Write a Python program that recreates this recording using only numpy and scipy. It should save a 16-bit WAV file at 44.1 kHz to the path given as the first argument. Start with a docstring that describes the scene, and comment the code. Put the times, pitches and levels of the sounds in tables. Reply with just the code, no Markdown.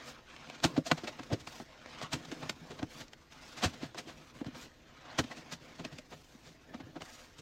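"""At a steel sink in a small room, a gloved hand works a sponge through thick soap paste, heard close by.
Over and over it lifts the sponge (suction, a fizz), wrings it (compression, a swelling crackle) and
wipes it round the basin (shear, a lumpy drag). Clumps of bubbles rupture in squelches, trapped air
pockets glug as damped oscillators, and wet films snap. The resonances of the basin and the
reverberation of the room colour the sound."""
import sys
import numpy as np
from scipy import signal
from scipy.fft import rfft, irfft, next_fast_len
from scipy.io import wavfile
from scipy.ndimage import uniform_filter1d, map_coordinates

SR = 44100
rng = np.random.default_rng(int(sys.argv[2]) if len(sys.argv) > 2 else 0)


def bounce(signal):
    """Save signal as a 16-bit WAV file at the path given by the first command-line argument."""
    frames = np.transpose(np.atleast_2d(signal))
    limited = np.clip(frames, -1, 1)
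    pcm = np.round(limited * 32767).astype(np.int16)
    wavfile.write(sys.argv[1], SR, pcm)


N = 326781
TOP_HZ = 15850  # upper band limit

# spectrum of bursting bubbles: frequency_hz, level_db
BURST_SPECTRUM = [(120, -42), (200, 4.5), (473, -2), (722, -6.5), (1140, -5.5), (1370, -5.5), (2470, -7),
                  (4040, -6.5), (5730, -11), (6760, -12), (8740, -21.5), (9930, -32.5), (13100, -29.5),
                  (16000, -35)]
# response of the basin to gurgling pockets: frequency_hz, gain_db
GURGLE_RESPONSE = [(70, -0.5), (130, -6.5), (190, 2.5), (270, -2), (400, -7.5), (700, -12.5), (1500, -13.5)]
# band limits of big bubbles, small bubbles and spray: edge_hz
SIZE_EDGES_HZ = [450, 1400, 4000, 16000]
# bursting clumps, tilt favouring spray over big bubbles:
# peak_s, length_s, level_db, tilt_db, gurgle_db, pocket_hz
SQUELCHES = [(0.645, 0.016, -28.5, 1, -30, 174), (0.768, 0.0054, -40.5, -7, -57, 297),
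             (0.778, 0.0079, -41.5, -2.5, -30.5, 338), (0.87, 0.022, -44, 6, -50, 376),
             (0.906, 0.012, -45, -5, -53, 204), (0.917, 0.0049, -31, -9, -32, 208),
             (0.981, 0.016, -46, -1.5, -54, 220), (1.042, 0.012, -46.5, -1.5, -44.5, 323),
             (1.08, 0.015, -41, -2, -43.5, 348), (1.194, 0.009, -45.5, -5.5, -52, 222),
             (1.234, 0.0074, -49.5, -0.5, -62, 251), (1.317, 0.02, -49.5, -9.5, -37.5, 303),
             (1.331, 0.014, -40.5, -0.5, -36, 290), (1.405, 0.02, -56.5, 6, -53, 170),
             (1.474, 0.0068, -42, -0.5, -50, 247), (1.606, 0.007, -55, -11, -46, 187),
             (2.028, 0.014, -43.5, 1, -44, 155), (2.134, 0.018, -35, 2.5, -40, 254),
             (2.253, 0.006, -49, -1, -65, 289), (2.321, 0.012, -46.5, -1, -45.5, 313),
             (2.431, 0.018, -47, -7, -45.5, 220), (2.497, 0.0055, -34, 4.5, -47, 240),
             (2.711, 0.021, -51, -1.5, -46.5, 279), (2.794, 0.0083, -46.5, -5.5, -48, 235),
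             (2.828, 0.011, -52.5, -14, -38.5, 236), (3.009, 0.019, -48, 0, -51, 200),
             (3.581, 0.021, -46.5, 1.5, -59, 197), (3.641, 0.022, -29.5, 0.5, -33, 171.6),
             (3.74, 0.017, -53, 1.5, -56, 284), (3.831, 0.032, -48, -2.5, -46, 202),
             (3.953, 0.01, -54, -5.5, -50, 242), (3.986, 0.018, -41.5, 1.5, -51, 238),
             (4.09, 0.028, -50.5, -1.5, -59, 252), (4.413, 0.0086, -56.5, -11.5, -40.5, 270),
             (4.467, 0.015, -52.5, -3, -41.5, 220), (4.552, 0.013, -52, -4.5, -52.5, 234),
             (5.191, 0.012, -28.5, 0, -34, 228), (5.241, 0.011, -50, -2, -42, 174),
             (5.317, 0.016, -47.5, -3.5, -73, 250), (5.375, 0.036, -56.5, 4, -55, 295),
             (5.527, 0.019, -43, 3.5, -48, 151), (5.798, 0.015, -49, -4.5, -44, 280),
             (5.85, 0.01, -43, -4, -43.5, 240), (5.928, 0.013, -54.5, -1, -48, 162),
             (5.987, 0.0088, -53, 4.5, -47.5, 384), (6.126, 0.019, -51.5, -5.5, -53.5, 205),
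             (6.47, 0.054, -59.5, 3, -60, 261), (6.744, 0.016, -54.5, -9, -66, 193),
             (6.805, 0.012, -54, -7, -55, 218), (6.964, 0.011, -53, -11, -47.5, 264),
             (7.017, 0.014, -50, -4, -54, 215), (7.39, 0.015, -55, 5, -55, 256)]

def squelches(rows):
    """Impulse excitation: bubbles of three sizes burst in a resonant cavity, then air gurgles through."""
    out, t = np.zeros(N), np.arange(-SR // 14, SR // 10) / SR
    textures = [coloured(pops(rate=7000, spread_db=2.5),
                         lambda hz: in_basin(BURST_SPECTRUM, hz) * band(hz, lo, hi))
                for lo, hi in zip(SIZE_EDGES_HZ, SIZE_EDGES_HZ[1:])]
    for s, length, db, tilt_db, gurgle_db, pocket_hz in rows:
        start = rng.integers(N - len(t))
        rise, fall = 0.37 * length, 0.63 * length
        cavity_hz = 712 * np.exp(0.11 * rng.standard_normal())  # the hollow under the sponge
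        for texture, size_db in zip(textures, [-2.5 - tilt_db, -0.5, -4.5 + tilt_db]):
            burst = texture[start:][:len(t)]
            upper_hz = cavity_hz * rng.uniform(2.73, 4.15)  # inharmonic higher mode
            burst = burst + 0.45 * resonate(burst, cavity_hz, q=6.3) + 0.27 * resonate(burst, upper_hz, q=74)
            add(out, s + t[0], amp(db + size_db) * shaped(burst, swell(t, rise, fall)))
        # small pockets open one after another, just behind the burst
        gurgle = np.zeros(len(t))
        for birth in np.linspace(t[0], t[-1], num=36):
            age = t - birth - 0.001885 * rng.normal()
            pitch_hz = pocket_hz * np.exp(0.636 * rng.uniform(-1.09, 1))
            gurgle += damped_tone(age, pitch_hz, t60=0.051, glide=0.32, attack=0.0018)
        gurgle = coloured(gurgle, lambda hz: in_basin(GURGLE_RESPONSE, hz))
        add(out, s + t[0] + 0.00471, amp(gurgle_db + 2) * shaped(gurgle, swell(t, rise, 1.27 * fall)))
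    return out

# large air pockets popping open: start_s, level_db, pitch_hz
GLUGS = [(0.647, -14.5, 294), (0.649, -21.5, 149), (0.7778, -8.5, 270), (0.782, -22.5, 150),
         (0.92, -20, 153), (1.035, -25.5, 329), (1.201, -29.5, 268), (1.325, -21, 118), (1.601, -29.5, 225),
         (2.134, -25.5, 128), (2.164, -27.5, 277), (2.324, -28.5, 292), (2.498, -29, 214),
         (2.614, -39, 163), (2.829, -17.5, 273), (3.65, -30, 100), (3.831, -23, 267), (4.072, -32, 325),
         (4.415, -25.5, 283), (4.462, -26.5, 234), (4.483, -26.5, 262), (5.195, -18, 273),
         (5.2, -30.5, 113), (6.35, -40.5, 230), (6.747, -27.5, 230), (6.804, -30, 271), (6.834, -40, 108),
         (6.867, -35.5, 272), (6.96, -32, 273)]

def glugs():
    """Bubble resonance: a big pocket opens with a quickly dropping note and thumps the sink's bottom."""
    out, t = np.zeros(N), np.arange(SR // 5) / SR
    for s, db, hz in GLUGS:
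        t60 = 0.036 * (270 / hz)  # smaller pockets die sooner
        note = damped_tone(t, hz, t60, glide=0.015, attack=0.0032, pinch=0.97)
        overtone = amp(-23) * damped_tone(t, 1.88 * hz, 0.68 * t60, glide=0.037)
        thump = amp(-24) * damped_tone(t, 120, t60=0.09, glide=0, attack=0.004)
        add(out, s, amp(db + 1.4) * (note + overtone + thump))
    return out

# treble of a snap relative to a burst: frequency_hz, gain_db
SNAP_TILT = [(1800, 9), (7000, 6), (12000, 1.5)]
# wet films tearing: start_s, level_db, ring_hz, body_db
SNAPS = [(0.364, -37, 2500, 7), (0.499, -31.5, 2170, 5.5), (0.602, -35, 1510, 3), (0.641, -13.5, 3720, -1),
         (0.6496, -14, 3040, 15.5), (0.914, -15, 1500, 0.5), (0.9178, -14.5, 970, 6),
         (1.074, -30, 2440, -15), (1.6, -35.5, 755, 17), (1.86, -33.5, 2350, 8), (2.015, -30, 1100, 13),
         (2.316, -31.5, 3440, 8), (2.4949, -24, 2170, -5), (2.829, -29.5, 2610, 9),
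         (3.082, -42.5, 5830, -18), (3.1332, -38, 1880, 0), (3.323, -40, 2960, -12), (3.611, -36, 1490, 12),
         (3.946, -36.5, 1000, 13), (4.4458, -38, 1900, 11), (5.187, -20, 3040, 5.5),
         (5.242, -41, 3800, -13), (5.85, -30, 2550, -3), (5.9857, -34.5, 2480, -7), (6.745, -38, 1190, 3),
         (6.957, -41, 800, 11), (7.008, -35, 2300, 8), (7.0197, -31.5, 2900, 2)]

def snaps():
    """Impulse and scattering: a film tears and rings briefly, and the basin's walls scatter the click."""
    out, t = np.zeros(N), np.arange(SR // 20) / SR
    for s, db, ring_hz, body_db in SNAPS:
        scatter = 0.37 * rng.standard_normal(len(t)) * amp(-60 * t / 0.018)
        tilt = [(700, body_db)] + SNAP_TILT
        click = coloured(scatter + (t == 0), lambda hz: in_basin(BURST_SPECTRUM, hz) * amp(along(tilt, hz)))
        click = click + 1.16 * resonate(click, ring_hz, q=7.1)
        add(out, s, amp(db - 1) * click / np.abs(click).max())
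    return out

# the sponge peels off the paste and draws in air: peak_s, rise_s, fall_s, foam_db, fizz_db
LIFTS = [(0.088, 0.052, 0.047, -54.5, -52.5), (1.535, 0.072, 0.095, -53.5, -54.5),
         (2.975, 0.09, 0.065, -55.5, -54.5), (4.605, 0.06, 0.06, -55, -53), (7.07, 0.06, 0.22, -56.5, -56)]
# the fist closes on the sponge: start_s, end_s, final_foam_db, swell_db, fizz_over_foam_db
WRINGS = [(0.287, 0.556, -51.5, 5, -7.5), (1.663, 2.046, -47, 16, -8), (3.328, 3.6, -54, 3, -3),
          (4.81, 5.15, -50, 19, -13)]
# the sponge is pushed round the basin: start_s, end_s, foam_db, fade_db, drag_db, fizz_db
WIPES = [(0.0, 0.19, -52, 5.5, -55.5, -60), (0.683, 0.792, -55, 3, -45, -58.5),
         (0.944, 1.42, -55.5, 5.5, -53, -60.5), (1.49, 1.619, -68, 3, -56, -61),
         (2.17, 2.517, -54, 1.5, -50.5, -58), (2.557, 2.834, -60, -1, -56, -64),
         (2.956, 3.018, -58, 2, -54, -64), (3.68, 3.9, -55, 6.5, -52.5, -59),
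         (4.044, 4.303, -59.5, 2.5, -56, -62.5), (4.354, 4.394, -59.5, -2.5, -55, -62),
         (4.468, 4.663, -59.5, -1.5, -57, -74), (5.22, 5.5, -55, 2, -55, -60.5),
         (5.615, 5.971, -58.5, 1, -54.5, -63.5), (6.11, 6.55, -71, 11, -61, -63),
         (6.702, 6.994, -63, 6, -51.5, -84)]
WIPE_ATTACK_S, WIPE_RELEASE_S = 0.026, 0.027

def hand_levels():
    """Incoherent addition: the powers of all strokes sum to the drag, foam and fizz levels in dB."""
    # foam left to itself keeps settling
    drag, foam, fizz = [np.full(N, amp(rest_db) ** 2) for rest_db in (-65.5, -65.5, -69)]
    for s, rise, fall, foam_db, fizz_db in LIFTS:
        t = np.arange(N) / SR - s
        pull = np.exp(-np.abs(t / np.where(t < 0, rise, fall)) ** 2.4)  # a slightly flat-topped bell
        foam += (amp(foam_db) * pull) ** 2
        fizz += (amp(fizz_db) * pull) ** 2
    for start, end, db, swell_db, fizz_over_foam_db in WRINGS:
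        squeeze = amp(db - swell_db) * stroke(start, end, attack=0.02, release=0.04, change_db=swell_db)
        drag += (amp(-5) * squeeze) ** 2
        foam += squeeze ** 2
        fizz += (amp(fizz_over_foam_db) * squeeze) ** 2
    for start, end, foam_db, fade_db, drag_db, fizz_db in WIPES:
        push = stroke(start, end, WIPE_ATTACK_S, WIPE_RELEASE_S, -fade_db)
        drag += (amp(drag_db) * push) ** 2
        foam += (amp(foam_db) * push) ** 2
        fizz += (amp(fizz_db) * push) ** 2
    return 10 * np.log10([drag, foam, fizz])

# spectra of dragging paste, crackling foam and airy fizz: frequency_hz, level_db
DRAG_SPECTRUM = [(30, -14), (70, -14), (130, 0.5), (190, 6), (270, 4.5), (400, -5.5), (600, -11.5),
                 (1200, -41)]
FOAM_SPECTRUM = [(120, -42.5), (200, 10), (232, 23), (334, -23), (500, -8), (579, -13), (735, -16),
                 (836, -12.5), (1680, -9.5), (2050, -10), (3760, -12), (6400, -14.5), (10100, -35.5),
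                 (16000, -43)]
FIZZ_SPECTRUM = [(120, -33), (200, -3), (263, -5), (538, -19), (590, -7), (749, -5), (883, -27), (1210, -6),
                 (1560, 8), (3310, -5.5), (6760, -15), (9750, -29), (11900, -29), (16000, -29)]

def smear():
    """Shear: sliding breaks the foam into a fine crackle, while the paste drags in soft lumps."""
    drag_db, foam_db, fizz_db = hand_levels()
    grip = wobble(70)  # the sponge catches and slips
    drag = crackle(900, 2, lambda hz: in_basin(DRAG_SPECTRUM, hz))
    foam = crackle(4000, 2, lambda hz: in_basin(FOAM_SPECTRUM, hz) * band(hz, 530, 3720))
    foam = shifting_cavities(foam, depth_db=3)
    wet = crackle(7000, 1.5, lambda hz: in_basin(FOAM_SPECTRUM, hz) * band(hz, 3200, TOP_HZ))
    airy = crackle(22000, 3.8, lambda hz: in_basin(FIZZ_SPECTRUM, hz) * band(hz, 4700, TOP_HZ))
    sizzle = crackle(37000, -3, lambda hz: band(hz, 10500, TOP_HZ))
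    # as the sponge draws air back in, the fizz takes over and turns finer
    air = np.clip((fizz_db - foam_db + 5.5) / 6, 0, 1)
    fizz = np.sqrt(air) * airy + np.sqrt(1 - air) * wet + amp(-25) * air ** 2 * sizzle
    fizz = shifting_cavities(fizz, depth_db=2.5)
    return (amp(drag_db - 3 + 1.6 * wobble(35)) * drag
            + amp(foam_db - 0.96 + 0.91 * grip) * foam
            + amp(fizz_db - 2.26 + 1.94 * grip) * fizz)

def shifting_cavities(x, depth_db):
    """Time-varying filtering: cavities in the foam open and close, so spectral peaks come and go."""
    spectra = signal.stft(x, nperseg=512)[2]
    field = uniform_filter1d(rng.standard_normal(spectra.shape), size=3, axis=0)
    field = uniform_filter1d(field, size=9, axis=1)
    return unit(signal.istft(spectra * amp(depth_db * unit(field)), nperseg=512)[1][:N])

# air drawn through narrow gaps in the paste: peak_s, half_width_s, pitch_hz, level_db
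CHANNELS = [(0.648, 0.013, 756, -34), (0.869, 0.018, 670, -41), (1.329, 0.026, 655, -41.5),
            (1.339, 0.01, 4870, -47.5), (2.051, 0.041, 1130, -49.5), (3.643, 0.018, 747, -33),
            (5.107, 0.011, 4300, -55), (5.32, 0.011, 1970, -48), (6.711, 0.053, 1780, -64),
            (6.869, 0.077, 1700, -66)]

def channels():
    """Cavity resonance: air sucked through a gap in the paste crackles at the gap's own pitch."""
    out, t = np.zeros(N), np.arange(-SR // 8, SR // 8) / SR
    impulses = pops(rate=2500, spread_db=3.5)
    for s, half_width, hz, db in CHANNELS:
        flow = impulses[rng.integers(N - len(t)):][:len(t)]
        hollow = resonate(resonate(flow, hz, q=7.2), hz, q=7.2)
        add(out, s + t[0], amp(db) * shaped(hollow, np.exp(-2 * (t / half_width) ** 2)))
    return out

# wrung-out paste landing in the basin: start_s, level_db
LANDINGS = [(0.645, -34), (2.135, -33), (3.644, -32), (5.192, -32)]

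def landings():
    """Impact: each falling mass gives the basin one dull, low push."""
    out, t = np.zeros(N), np.arange(SR // 5) / SR
    for s, db in LANDINGS:
        add(out, s, amp(db) * damped_tone(t, hz=79, t60=0.082, glide=0, attack=0.0016))
    return out

def stray_squelch_rows(per_s=3, length_s=0.021, pocket_hz=247, tries=8):
    """A random point process: faint squelches fall along each wipe and follow its level."""
    rows = []
    for start, end, foam_db, fade_db, drag_db, _ in WIPES:
        for progress, chance, faintness in rng.random((tries, 3)):
            if chance * tries < per_s * (end - start):
                peak_s = start + progress * (end - start)
                drop_db = fade_db * progress + 4 * faintness
                rows.append((peak_s, length_s, foam_db - 5 - drop_db, 0, drag_db - 4.5 - drop_db, pocket_hz))
    return rows

def rub():
    """Friction noise: the sponge hisses thinly on the steel during each wipe."""
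    contact = sum(stroke(start, end, WIPE_ATTACK_S, WIPE_RELEASE_S, 0) for start, end, *_ in WIPES)
    hiss = crackle(12000, 2.2, lambda hz: band(hz, 10000, TOP_HZ))
    return amp(-86 + 1.5 * wobble(25)) * contact * hiss

# hollow resonances and notches of the basin: centre_hz, width_hz, gain_db
BASIN_MODES = [(134.2, 32.4, 8.5), (190.6, 25, -16.5), (273, 34, -1.5), (436, 340, 1), (494, 9.7, 4),
               (686, 265, 9.5), (1032, 150, 2.5), (1250, 870, 2), (4000, 440, -0.5), (5360, 200, 0)]

def in_basin(spectrum, hz):
    """Source and filter: the gain of a source spectrum, shaped by the basin's resonances."""
    basin_db = sum(db / (1 + (2 * (hz - centre) / width) ** 2) for centre, width, db in BASIN_MODES)
    return amp(along(spectrum, hz) + basin_db)

# reverberation time of the room: frequency_hz, t60_s
ROOM_DECAY = [(150, 0.11), (1000, 0.056), (5000, 0.049), (14000, 0.13)]

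def room(x):
    """Reverberation: the diffuse reflections of a small room decay exponentially in each band."""
    hz, t, spectra = signal.stft(rng.standard_normal(SR // 3), SR, nperseg=256)
    decay = amp(-60 * t / along(ROOM_DECAY, hz)[:, None])
    tail = signal.istft(spectra * decay, SR, nperseg=256)[1]
    delayed = np.pad(x, (SR // 200, 0))
    return signal.fftconvolve(delayed, tail / np.linalg.norm(tail))[:N]

# spectrum of the still room: frequency_hz, level_db
ROOM_TONE_SPECTRUM = [(12, -27), (20, -0.5), (81, 0.5), (182, -16), (293, -6), (485, -13.5), (574, -23.5),
                      (718, -19), (2530, -25), (6180, -49), (10200, -51), (14300, -33), (16000, -85)]

def room_tone():
    """Stationary noise: a faint, steady rumble and hiss."""
    return amp(-65) * unit(coloured(rng.standard_normal(N), lambda hz: amp(along(ROOM_TONE_SPECTRUM, hz))))

def pops(rate, spread_db):
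    """Shot noise: impulses of random size and sign, as of bubble walls rupturing, about rate a second."""
    size = amp(spread_db * np.minimum(rng.exponential(size=N), 5))
    return unit(size * rng.choice([-1, 1], N) * (rng.random(N) < rate / SR))

def crackle(rate, spread_db, gain):
    """Filtered shot noise: pops coloured by a gain curve, at rms 1."""
    return unit(coloured(pops(rate, spread_db), gain))

def damped_tone(t, hz, t60, glide, attack=0.0012, pinch=0):
    """Damped oscillation: a pinched air pocket starts sharp, then glides as its mouth changes."""
    t = np.maximum(t, 0)
    pitch = hz * (1 + glide * np.minimum(t / t60, 1) + pinch * np.exp(-t / 0.00086))
    phase = 2 * np.pi * np.cumsum(pitch * (t > 0)) / SR
    return np.sin(phase) * amp(-60 * t / t60) * (1 - np.exp(-t / attack))

def stroke(start, end, attack, release, change_db):
    """Amplitude envelope: a hand movement sets in, drifts by change_db and dies away."""
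    t = np.arange(N) / SR
    edges = np.exp(-np.maximum(start - t, 0) / attack - np.maximum(t - end, 0) / release)
    return edges * amp(change_db * np.clip((t - start) / (end - start), 0, 1))

def swell(t, rise, fall):
    """Exponential growth and decay: pressure builds, peaks at t = 0 and lets go."""
    return np.exp(.5 - np.hypot(np.where(t < 0, t / rise, t / fall), .5))

def shaped(texture, envelope):
    """Amplitude modulation: a texture under an envelope, with the envelope's own energy."""
    return unit(texture * envelope) * np.sqrt(np.mean(envelope ** 2))

def wobble(rate):
    """Spline interpolation: a smooth random curve with rate knots a second."""
    return map_coordinates(rng.standard_normal(int(N * rate / SR) + 4), [np.arange(N) * rate / SR])

def resonate(x, hz, q):
    """Second-order resonance with unit gain at its centre."""
    return signal.lfilter(*signal.iirpeak(min(hz, TOP_HZ), q, fs=SR), x)

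def coloured(x, gain):
    """Minimum-phase filtering: x through the causal filter of magnitude gain(hz)."""
    size = 2 * next_fast_len(len(x) // 2 + 4096)
    magnitude = np.maximum(gain(np.fft.rfftfreq(size, 1 / SR)), 1e-6)
    cepstrum = irfft(np.log(magnitude), size)
    cepstrum[1:size // 2] *= 2
    cepstrum[size // 2 + 1:] = 0
    return irfft(rfft(x, size) * np.exp(rfft(cepstrum)), size)[:len(x)]

def band(hz, lo, hi):
    """Band-pass gain with soft edges."""
    return ((1 + (lo / (hz + 1)) ** 6) * (1 + (hz / hi) ** 6)) ** -.5

def along(points, hz):
    """Interpolation of (frequency_hz, value) points on a logarithmic frequency axis."""
    frequencies, values = np.transpose(points)
    return np.interp(np.log(hz + 1), np.log(frequencies), values)

def amp(db):
    """Decibels to amplitude ratio."""
    return 10 ** (np.asarray(db) / 20)

def unit(x):
    """Normalisation to rms 1."""
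    return x / np.sqrt(np.mean(x ** 2) + 1e-20)

def add(track, s, sound):
    """Superposition of a sound on the track from time s."""
    start = round(s * SR)
    part = sound[max(-start, 0):max(N - start, 0)]
    track[max(start, 0):][:len(part)] += part

def scene():
    """Superposition: the sponge's direct sound, its reverberation and the room tone."""
    sponge = smear() + rub() + snaps() + channels() + glugs() + landings()
    sponge += squelches(SQUELCHES + stray_squelch_rows())
    # the sponge's sounds carry little below about 55 Hz
    sponge = signal.sosfilt(signal.butter(2, 55, "highpass", fs=SR, output="sos"), sponge)
    return (sponge + amp(-11.5) * room(sponge) + room_tone())[None]

def record(dry):
    """Band limiting: an ideal low-pass filter keeps nothing above TOP_HZ."""
    size = next_fast_len(N + SR // 2)
    passband = np.fft.rfftfreq(size, 1 / SR) < TOP_HZ
    return irfft(rfft(dry, size) * passband, size)[:, :N]

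dry = scene()
out = record(dry)
bounce(out)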